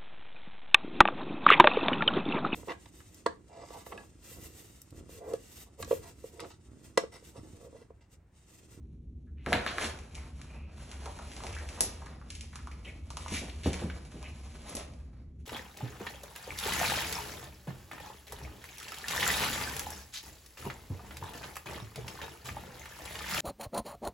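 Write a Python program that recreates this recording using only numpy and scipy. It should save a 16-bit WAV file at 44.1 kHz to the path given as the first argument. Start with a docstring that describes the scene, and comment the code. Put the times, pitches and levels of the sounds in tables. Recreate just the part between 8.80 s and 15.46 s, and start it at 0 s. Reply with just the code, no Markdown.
"""Kittens on a felt play rug

Small tiled room, close pair of microphones above a stiff felt rug on which kittens pounce, dig and roll.
Grains of noise make the rustle and scuffs, uneven ticks the rasps, clicks with a noisy crush the slaps,
plucks, pops and tears. Cushioned noise bursts make bodies thump on the floor, and a wavering low tone
makes the rug flap air. Dense decaying echoes answer from the walls, over a steady low rumble of noise."""
import sys
import numpy as np
from scipy import signal
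from scipy.fft import rfft, irfft, next_fast_len
from scipy.io import wavfile
from scipy.ndimage import uniform_filter1d

SR = 44100
rng = np.random.default_rng(int(sys.argv[2]) if len(sys.argv) > 2 else 0)


def generate_wav(signal):
    """Clip the signal to [-1, 1] and save it as 16-bit WAV at the path in sys.argv[1]."""
    frames = np.transpose(np.atleast_2d(signal))
    scaled = np.clip(frames, -1, 1) * 32767
    pcm = np.round(scaled).astype(np.int16)
    wavfile.write(sys.argv[1], SR, pcm)


N = 293529
TIME = np.arange(N) / SR
BLOW_TIME = TIME[:SR // 4]


def from_db(db):
    """Decibels to gain."""
    return 10 ** (np.asarray(db) / 20)


def rms_one(x):
    """Scale to rms 1."""
    return x / np.sqrt(np.mean(x ** 2) + 1e-20)


def energy_one(x):
    """Scale to unit energy."""
    return x / np.sqrt(np.sum(x ** 2) + 1e-20)


def in_time(rows):
    """One sample-rate curve for each column of a table after its time column."""
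    s, *columns = np.transpose(rows)
    return [np.interp(TIME, s, column) for column in columns]


def at_hz(points, hz):
    """Read a table on a log-frequency axis."""
    known_hz, values = np.transpose(points)
    return np.interp(np.log(hz + 1e-9), np.log(known_hz), values)


def add(track, s, sound):
    """Mix a sound into a track from time s."""
    start = max(round(s * SR), 0)
    track[start:start + len(sound)] += sound[:N - start]


def drift(rate):
    """Smooth chance with spread 1, turning about rate times a second."""
    knots = rng.standard_normal(N // 40)
    return rms_one(np.interp(TIME * rate, np.arange(len(knots)), knots))


def octave_band(x, centre_hz, octaves):
    """Keep a band of the given width around a centre frequency."""
    edges_hz = centre_hz * 2 ** (np.array([-.5, .5]) * octaves)
    return signal.sosfilt(signal.butter(2, edges_hz, "band", fs=SR, output="sos"), x)


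def coloured(x, colour, size=8192):
    """Causal (minimum-phase) filter of unit energy with the given spectrum."""
    cepstrum = irfft(np.log(from_db(at_hz(colour, np.fft.rfftfreq(size, 1 / SR)))))
    # fold the cepstrum onto positive times, so nothing sounds before its cause
    cepstrum[1:size // 2] *= 2
    cepstrum[size // 2 + 1:] = 0
    response = energy_one(irfft(np.exp(rfft(cepstrum))))
    return signal.fftconvolve(x, response)[:len(x)]


def evened(x, width_hz):
    """Level out chance peaks and dips of the spectrum, leaving the course in time; unit energy."""
    hz = np.fft.rfftfreq(len(x), 1 / SR)
    power = uniform_filter1d(np.abs(rfft(x)) ** 2, max(round(width_hz / hz[1]), 1))
    inverse_db = -10 * np.log10(power + 1e-12)
    return energy_one(coloured(x, np.column_stack([hz, inverse_db])[1:]))


def contact(die_s, crush):
    """A short click with a noisy crush that dies over a few milliseconds; unit energy."""
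    tail = energy_one(rng.standard_normal(len(BLOW_TIME)) * np.exp(-BLOW_TIME / max(die_s, 1e-4)))
    click = signal.unit_impulse(len(BLOW_TIME))
    # bending waves in the backing run at unequal speeds, which spreads the click without colouring it
    for hz in rng.uniform([700, 1500, 3500, 7000], [1500, 3500, 7000, 11000]):
        poles = signal.iirpeak(hz, 2, fs=SR)[1]
        click = signal.lfilter(poles[::-1], poles, click)
    return evened(click + crush * tail, width_hz=190)


def grains(per_s, spread_db):
    """Tiny slips of fibres at random moments, of very uneven size; rms 1."""
    sizes = from_db(spread_db * np.minimum(rng.exponential(1, N), 4)) * rng.choice([-1, 1], N)
    return rms_one(sizes * (rng.random(N) < per_s / SR))


# likeness of room sound at the left and right microphones: (frequency [Hz], likeness [0-1])
LIKENESS = [(100, 1), (300, 0.94), (900, 0.06), (1800, 0.88), (3200, 0.092), (4300, 0.035), (4900, 0.33),
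            (5500, 0.17), (5900, 0.41), (7400, 1), (9100, 1), (11500, 0.9)]


def spread(one, other):
    """Two unrelated sounds become a pair with the left-right likeness given for each frequency."""
    size = next_fast_len(len(one))
    alike = np.clip(at_hz(LIKENESS, np.fft.rfftfreq(size, 1 / SR)), 0, 1)
    mid = rfft(one, size) * np.sqrt((1 + alike) / 2)
    side = rfft(other, size) * np.sqrt((1 - alike) / 2)
    return irfft(np.array([mid + side, mid - side]), size)[:, :len(one)]


# steady level of the room rumble [dB]
RUMBLE_DB = -45.5
# colour of the room rumble: (frequency [Hz], relative level [dB per Hz])
RUMBLE_COLOUR = [(12, -59.5), (20, -24.5), (46, -6.5), (70, 4.5), (107, -14), (136, -11), (157, -10.5),
                 (175, -17.5), (233, -13.5), (275, -19.5), (409, -29), (498, -37), (1500, -70.5),
                 (1950, -102), (3300, -120)]


def rumble():
    """The steady low rumble of the room: noise shaped towards the bass, spread over both microphones."""
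    one, other = [coloured(rng.standard_normal(N), RUMBLE_COLOUR) for _ in range(2)]
    return from_db(RUMBLE_DB) * spread(one, other)


# restless shifting of the rug; the first rows give only a faint steady hiss: # (time [s], rubbing of the
# backing [dB], hiss of the fibres [dB])
RUSTLE = [(0, -80.5, -84), (0.6, -96.5, -90.5), (0.69, -50, -56), (1.1, -56.5, -55.5), (1.27, -70, -66),
          (1.45, -70, -86), (1.56, -71, -65), (1.68, -60.5, -64.5), (1.88, -65.5, -80), (2.0, -61.5, -60),
          (2.22, -54, -57.5), (2.48, -59, -56), (2.7, -52, -55.5), (3.05, -58.5, -55.5),
          (3.42, -61.5, -71.5), (3.7, -71, -63.5), (4.0, -64, -67), (4.26, -68.5, -69),
          (4.42, -57.5, -52.5), (4.78, -63, -61), (4.95, -49.5, -52), (5.2, -60.5, -62.5), (5.6, -62, -62),
          (6.0, -57, -58), (6.24, -71, -76), (6.4, -65, -79), (6.5, -85.5, -90.5), (6.6, -86, -85.5)]
# shoves sliding the rug over the tiles: (middle [s], length [s], rubbing [dB], hiss of the fibres [dB])
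SHOVES = [(0.716, 0.053, -43, -51.5), (1.002, 0.055, -42.5, -50), (1.039, 0.061, -44, -43),
          (1.389, 0.13, -59, -60), (3.26, 0.069, -54.5, -66.5), (3.542, 0.069, -82, -57.5),
          (4.078, 0.049, -64, -59.5), (4.563, 0.064, -49, -38.5), (4.872, 0.059, -67, -49.5),
          (5.261, 0.066, -61, -60.5), (5.922, 0.12, -50.5, -53), (6.611, 0.026, -83, -74.5)]


def rub_and_hiss():
    """Gains of backing and fibres: restless shifting, plus a bell-shaped swell for each shove."""
    power = from_db(in_time(RUSTLE)) ** 2
    for s, length_s, rub_db, fibre_db in SHOVES:
        swell = np.exp(-np.pi * ((TIME - s) / length_s) ** 2)
        power = power + np.outer(from_db([rub_db, fibre_db]) ** 2, swell)
    return np.sqrt(power)


# colour of the rubbing backing: (frequency [Hz], relative level [dB per Hz])
RUB_COLOUR = [(120, -4), (300, 6), (600, 7), (1100, 2), (2200, -5.5), (3200, -14), (5000, -9.5),
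              (9000, -43.5)]
# colour of the hissing fibres: (frequency [Hz], relative level [dB per Hz])
FIBRE_COLOUR = [(1000, -11), (2400, 6), (4200, 1), (6000, 1), (7200, 0.5), (9700, 4), (10800, 1.5),
                (11800, -20.5), (13000, -38.5)]


def rustle(snags_per_s, snag_db, lumpy_db, catching_db):
    """The backing rubs in lumps while the fibres crackle finely on top, and now and then one snags."""
    rubbing, hissing = rub_and_hiss()
    catching = drift(45)
    rub = coloured(grains(per_s=1500, spread_db=2.0), RUB_COLOUR) * from_db(lumpy_db * catching)
    crackle = grains(per_s=3800, spread_db=3.0) * from_db(catching_db * catching)
    snags = from_db(snag_db) * grains(per_s=snags_per_s, spread_db=3.0)
    return rub * rubbing + coloured(crackle + snags, FIBRE_COLOUR) * hissing


# claws and rug backing dragging in short or slow rasps: (start [s], length [s], level [dB],
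# first ticks [per s], last ticks [per s], unevenness of their spacing [0-1], width of the rasp [Hz])
RASPS = [(0.466, 0.037, -75.5, 1528, 1587, 0.41, 600), (0.57, 0.078, -68, 2076, 2810, 0.85, 1480),
         (1.345, 0.06, -57.5, 2293, 2125, 0.37, 457), (1.65, 0.28, -63.5, 2490, 2520, 0.57, 600),
         (2.726, 0.034, -51, 2360, 2720, 0.75, 905), (2.764, 0.055, -51, 1864, 1750, 0.6, 700),
         (4.046, 0.02, -49, 2790, 2520, 0.63, 795), (4.063, 0.04, -49.5, 2410, 2216, 0.81, 790),
         (4.475, 0.016, -50, 2390, 2760, 0.6, 900), (4.539, 0.047, -42.5, 2350, 2495, 0.74, 960),
         (5.437, 0.04, -49.5, 2427, 2543, 0.6, 820), (5.474, 0.032, -59, 2530, 2390, 0.65, 1000)]


def rasps(bite_share, fade_share, tick_spread_db):
    """Claws or backing drag in unevenly spaced ticks, whose rate sets a rough, broad pitch that glides."""
    out, t = np.zeros(N), TIME[:SR // 2]
    for s, length_s, db, first_hz, last_hz, uneven, width_hz in RASPS:
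        along = np.minimum(t / length_s, 1)
        travel = np.cumsum(first_hz + (last_hz - first_hz) * along) / SR
        catches = np.cumsum(np.maximum(1 + uneven * rng.standard_normal(SR // 20), .1))
        ticks = np.diff(np.searchsorted(catches, travel), prepend=0)
        ticks = ticks * from_db(tick_spread_db * rng.standard_normal(len(t)))
        pressure = np.sqrt(np.clip(np.minimum(along / bite_share, (1 - along) / fade_share), 0, 1))
        # each tick rings briefly at the pitch of the moment; the shorter the ring, the wider the rasp
        turning = np.exp(2j * np.pi * travel)
        ring = t * np.exp(-np.pi * width_hz * t)
        ringing = signal.fftconvolve((ticks - ticks.mean()) * pressure / turning, ring)[:len(t)]
        rasp = energy_one((ringing * turning).real)
        add(out, s, from_db(db) * rasp * np.linalg.norm(pressure))
    return out


# paws bumping the rug and skidding: (time [s], level [dB], die-away [s], centre [Hz])
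SCUFFS = [(0.662, -39, 0.023, 1480), (0.681, -39, 0.014, 520), (0.736, -33, 0.013, 560),
          (0.746, -37, 0.035, 2300), (0.771, -35.5, 0.008, 700), (0.865, -38, 0.025, 740),
          (0.870, -33.5, 0.027, 2780), (0.893, -44, 0.02, 1400), (1.008, -36, 0.026, 2200),
          (1.041, -38.5, 0.018, 2880), (1.402, -50, 0.0065, 1600), (1.431, -48, 0.0057, 1300),
          (1.591, -52, 0.011, 965), (1.614, -60, 0.0063, 1600), (1.987, -56, 0.028, 1390),
          (2.122, -51.5, 0.031, 1205), (2.258, -37.5, 0.02, 686), (2.388, -44.5, 0.034, 790),
          (2.516, -56, 0.021, 2180), (2.637, -41, 0.017, 530), (2.716, -51, 0.008, 448),
          (2.763, -51, 0.019, 1470), (2.811, -48, 0.049, 544), (2.945, -53, 0.012, 2700),
          (2.977, -44, 0.024, 710), (3.22, -56, 0.02, 1000), (3.261, -47, 0.016, 1300),
          (3.325, -53, 0.014, 1500), (3.728, -48.5, 0.016, 1320), (3.785, -48.5, 0.016, 1340),
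          (4.06, -49, 0.035, 400), (4.478, -51, 0.018, 1890), (4.693, -43, 0.013, 2760),
          (4.835, -42.5, 0.024, 3020), (4.859, -36, 0.0063, 2200), (4.896, -40, 0.01, 2370),
          (4.933, -56, 0.02, 2480), (4.95, -50, 0.032, 647), (4.984, -48, 0.014, 2500),
          (5.099, -38, 0.0089, 1900), (5.316, -49, 0.0058, 1300), (5.964, -38.5, 0.018, 440)]


def scuffs(rise_s, octaves, slips_per_s):
    """A paw bumps the rug and skids in a dying run of slips: dull with the pad, bright with the claws."""
    out = np.zeros(N)
    for s, db, die_s, hz in SCUFFS:
        force = (1 - np.exp(-BLOW_TIME / rise_s)) * np.exp(-BLOW_TIME / die_s)
        slips = evened(force * grains(slips_per_s, spread_db=0.5)[:len(force)], width_hz=240)
        scuff = energy_one(octave_band(slips, hz, min(octaves, 3)))
        add(out, s, from_db(db) * scuff * np.linalg.norm(force))
    return out


# paws slapping the rug onto the tiles, and at 5.1 s a claw plucking with a knock: (time [s], strength [dB], #
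# pitch of the trapped air [Hz], bare smack against that air [dB])
SLAPS = [(0.6624, -10.5, 1590, -2), (0.7232, -3, 680, -17.5), (0.7294, 3, 1810, 0), (0.7358, -7, 3160, 1),
         (0.742, -11, 1550, -7), (0.7505, -7.5, 630, -8.5), (0.8640, -4.5, 1430, -1.5),
         (0.983, -5, 1530, -3.5), (1.615, -28, 1860, -4), (5.0995, -20, 1610, -2)]
# colour of the bare smack: (frequency [Hz], relative level [dB per Hz])
SLAP_COLOUR = [(90, -4.5), (160, -5), (300, -7), (750, -1.5), (1100, -2.5), (1800, -2.5), (2700, -4.5),
               (4000, -3.5), (6000, -18), (10000, -12), (11500, -22.5), (13000, -55)]
# what a slap sets ringing in the arched rug: (frequency [Hz], relative level [dB], t60 [s])
RUG_MODES = [(517, -17, 0.12), (732, -8.5, 0.12), (1715, -18.5, 0.15), (1920, -21.5, 0.088)]


def slaps(die_s, pocket_q, ring_db):
    """Paws drive the rug flat on the tiles; trapped air pitches each slap, and the arched rug rings on."""
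    out = np.zeros(N)
    for s, db, hz, smack_db in SLAPS:
        smack = coloured(contact(die_s, crush=1.17), SLAP_COLOUR)
        pocket = energy_one(octave_band(smack, hz, 1 / pocket_q))
        add(out, s, from_db(db) * energy_one(pocket + from_db(smack_db) * smack))
    ring = 0
    for hz, db, t60 in RUG_MODES:
        mode = np.sin(2 * np.pi * hz * BLOW_TIME) * np.exp(-np.log(1000) * BLOW_TIME / t60)
        ring = ring + from_db(db) * energy_one(mode)
    return out + from_db(ring_db) * signal.fftconvolve(out, ring)[:N]


# bodies and haunches landing: (time [s], level [dB], die-away [s], top frequency [Hz])
THUMPS = [(0.668, -32, 0.032, 670), (0.730, -29.5, 0.035, 534), (3.009, -39, 0.037, 780),
          (4.518, -30, 0.012, 307), (4.615, -41.5, 0.045, 605), (4.857, -26, 0.026, 580),
          (4.870, -24.5, 0.017, 320), (5.016, -34.5, 0.028, 540), (5.038, -30, 0.026, 262),
          (5.340, -42.5, 0.029, 393), (5.949, -39, 0.016, 610)]
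# every landing builds up alike and shakes the floor with a share of its force
THUMP_RISE_S, FLOOR_HZ, FLOOR_DIE_S, FLOOR_DB = 0.0021, 91.5, 0.031, -4


def thumps(cavity_hz, cavity_q, cavity_db):
    """A soft body lands in a cushioned burst; the air under the rug booms and the floor shudders."""
    out = np.zeros(N)
    shudder = np.sin(2 * np.pi * FLOOR_HZ * BLOW_TIME) * np.exp(-BLOW_TIME / FLOOR_DIE_S)
    low_cut = signal.butter(2, 120, "high", fs=SR, output="sos")
    for s, db, die_s, top_hz in THUMPS:
        rise = np.minimum(BLOW_TIME / THUMP_RISE_S, 1)
        force = rise * np.exp(-np.maximum(BLOW_TIME - THUMP_RISE_S, 0) / die_s)
        impacts = evened(force * rng.standard_normal(len(force)), width_hz=60)
        cushion = signal.butter(3, top_hz, fs=SR, output="sos")
        thud = signal.sosfilt(np.vstack([cushion, low_cut]), impacts)
        boom = signal.lfilter(*signal.iirpeak(cavity_hz, cavity_q, fs=SR), thud)
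        landing = energy_one(thud + from_db(cavity_db) * boom) * np.linalg.norm(force)
        add(out, s, from_db(db) * (landing + from_db(FLOOR_DB) * shudder))
    return out


# the whole rug heaves and pumps air: (middle [s], length [s], level [dB])
HEAVES = [(0.743, 0.06, -39), (2.8, 0.14, -41), (3.578, 0.088, -44.5), (4.43, 0.037, -45),
          (4.888, 0.042, -33), (5.105, 0.091, -39.5)]


def heaves(flap_hz, wander):
    """The lifted rug sinks back with a slow, wavering flap of air."""
    swell = 0
    for s, length_s, db in HEAVES:
        swell = swell + from_db(db) * np.exp(-np.pi / 2 * ((TIME - s) / length_s) ** 2)
    cycles = np.cumsum(flap_hz * (1 + wander * drift(40))) / SR
    return swell * rms_one(np.sin(2 * np.pi * cycles))


# sharpest plucks of a claw in the fibres: (time [s], strength [dB], dull knock against the bright snap [dB])
PLUCKS = [(1.1892, -28, 0), (1.347, -28, -8), (1.352, -21, -18), (1.616, -26, -11), (2.115, -22.5, -5),
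          (2.517, -25, -1), (2.5655, -22.5, 0), (2.6673, -19.5, 2), (2.7268, -23.5, -6), (2.7506, -24, -11),
          (2.786, -25, -12.5), (2.889, -20, -2), (3.5032, -17, -8.5), (3.5517, -20, -13), (3.609, -18, -13),
          (3.914, -33, 10.5), (4.049, -37, -16), (4.4823, -19.5, 0), (4.8346, -23.5, 2),
          (4.9316, -13.5, -3.5), (4.942, -20, 3), (5.251, -32, -6), (5.317, -33, -5), (5.9681, -15, -8),
          (6.137, -36.5, -10)]
# colour of a bright snap, also the crack of a fold: (frequency [Hz], relative level [dB per Hz])
SNAP_COLOUR = [(1000, -22), (2500, 7.5), (4000, 4.5), (5700, 6.5), (7500, 5), (9800, 7.5), (11000, -3.5),
               (12300, -40.5), (14000, -39.5)]
# colour of the knocking backing: (frequency [Hz], relative level [dB per Hz])
KNOCK_COLOUR = [(100, 9), (500, -2), (1200, -6.5), (2300, 4.5), (3500, -10.5), (6000, -8.5), (13000, -35)]


def plucks():
    """A fibre lets go of a claw with a bright snap, and the backing knocks as it springs back."""
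    snaps, knocks = np.zeros(N), np.zeros(N)
    for s, db, knock_db in PLUCKS:
        add(snaps, s, from_db(db) * contact(0.0051, crush=1.7))
        add(knocks, s, from_db(db + knock_db) * contact(0.01, crush=1.16))
    return coloured(snaps, SNAP_COLOUR) + coloured(knocks, KNOCK_COLOUR)


# folds of the rug popping over: (time [s], strength [dB], pitch [Hz], crack against the pop [dB])
POPS = [(2.258, -19, 985, -1.5), (2.389, -24.5, 1420, -2), (2.604, -21, 1090, -22), (2.637, -14.5, 810, -5),
        (2.765, -18, 1600, -20), (2.975, -24, 1060, -24), (3.219, -21, 920, -14), (3.261, -26.5, 920, -1.5),
        (3.414, -27.5, 1230, -21), (3.757, -22.5, 1240, 3.5), (3.872, -17.5, 1140, -11.5),
        (4.304, -20, 1020, 0.5), (4.37, -15, 1070, 1), (4.461, -14.5, 990, -20), (4.511, -22, 930, -18),
        (5.428, -25.5, 920, -0.5)]


def pops(ring_s):
    """A fold flips over with a crack, and the pocket beneath it rings briefly."""
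    pockets, cracks = np.zeros(N), np.zeros(N)
    for s, db, hz, crack_db in POPS:
        ring = np.cos(2 * np.pi * hz * BLOW_TIME) * BLOW_TIME * np.exp(-BLOW_TIME / ring_s)
        pocket = energy_one(signal.fftconvolve(ring, contact(0.014, crush=0.93)))
        add(pockets, s, from_db(db) * pocket)
        add(cracks, s, from_db(db + crack_db) * contact(0.0091, crush=1.0))
    return pockets + coloured(cracks, SNAP_COLOUR)


# a hooked claw tearing loose: (time [s], strength [dB])
TEARS = [(3.0071, 4), (5.884, -30), (5.895, -19.5), (5.926, -34), (5.952, -11.5), (5.967, -18.5)]
# colour of the tearing: (frequency [Hz], relative level [dB per Hz])
TEAR_COLOUR = [(150, -8.5), (500, -4), (1300, -11), (3500, -9), (5700, 0), (7500, -1.5), (9800, 7),
               (11000, 1.5), (12300, -22), (15000, -23.5)]


def tears():
    """A deeply hooked claw breaks free with one very bright crack."""
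    cracks = np.zeros(N)
    for s, db in TEARS:
        add(cracks, s, from_db(db) * contact(0.0035, crush=1.3))
    return coloured(cracks, TEAR_COLOUR)


# reverberation of the small tiled room: (frequency [Hz], t60 [s])
ROOM_T60 = [(100, 0.6), (500, 0.81), (2000, 0.39), (6000, 0.32), (12000, 0.045)]


def room_echo(build_s, count=10):
    """Response of the tiled room: dense echoes that build up, then die at a rate set band by band."""
    t, tail = TIME[:SR // 2], 0
    hz = np.fft.rfftfreq(len(t), 1 / SR)
    white = rfft(rng.standard_normal((2, len(t))))
    centres = np.geomspace(30, 15000, count)
    for centre, share in zip(centres, np.eye(count)):
        band = irfft(white * np.interp(hz, centres, share), len(t))
        tail = tail + band * 1000 ** (-t / at_hz(ROOM_T60, centre))
    build = 1 - np.exp(-t / build_s)
    return spread(*[evened(side * build, width_hz=100) for side in tail])


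def room(sound, build_s, count=14):
    """The kittens keep moving, so each stretch of sound meets a different pattern of echoes."""
    out, step = np.zeros((2, N)), N // count
    fade = signal.get_window("hann", 2 * step) ** .5
    for start in range(0, N - step, step):
        stretch = sound[start:start + 2 * step] * fade[:N - start]
        echoes = signal.fftconvolve(stretch[None], room_echo(build_s), axes=1)
        for channel, echo in zip(out, echoes):
            add(channel, start / SR, echo)
    return out


def scene():
    """Contacts are heard directly and off the hard walls; the flaps of air and the rumble get no echo."""
    # (sound, share sent into the room [dB])
    sources = [
        (rustle(snags_per_s=90, snag_db=-10.5, lumpy_db=3.0, catching_db=2.0), -3.0),
        (rasps(bite_share=0.2, fade_share=0.32, tick_spread_db=4.5), -3.0),
        (scuffs(rise_s=0.0034, octaves=1.22, slips_per_s=900), -4.5),
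        (slaps(die_s=0.002, pocket_q=0.87, ring_db=-12), -2.0),
        (thumps(cavity_hz=186, cavity_q=2.0, cavity_db=-3.5), -8.0),
        (plucks(), -2.0),
        (pops(ring_s=0.00062), -4.5),
        (tears(), -1.0)]
    direct = sum(sound for sound, room_db in sources)
    sent = sum(sound * from_db(room_db) for sound, room_db in sources)
    return direct + room(sent, build_s=0.00086) + heaves(flap_hz=78.5, wander=0.1193) + rumble()


# phase between the two microphone ports: (frequency [Hz], lead of left over right [rad])
PORT_PHASE = [(0, 0), (70, .04), (400, -.1), (900, -.7), (1500, 0), (2200, .3), (3000, -.5), (4200, -.5),
              (4500, -2.8), (5100, -2.9), (5550, -.1), (6100, .1), (8900, 3.1), (11200, 4.8), (12000, 6.2)]
CUTOFF_HZ = 13700


def record(dry):
    """The two microphone ports differ in phase; the top is cut."""
    size = next_fast_len(N + SR // 10)
    lead = np.interp(np.fft.rfftfreq(size, 1 / SR), *np.transpose(PORT_PHASE))
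    # half of the lead goes to each side
    pair = irfft(rfft(dry, size) * np.exp(.5j * np.array([lead, -lead])), size)[:, :N]
    return signal.sosfilt(signal.ellip(8, .3, 70, CUTOFF_HZ, fs=SR, output="sos"), pair)


dry = scene()
out = record(dry)
generate_wav(out)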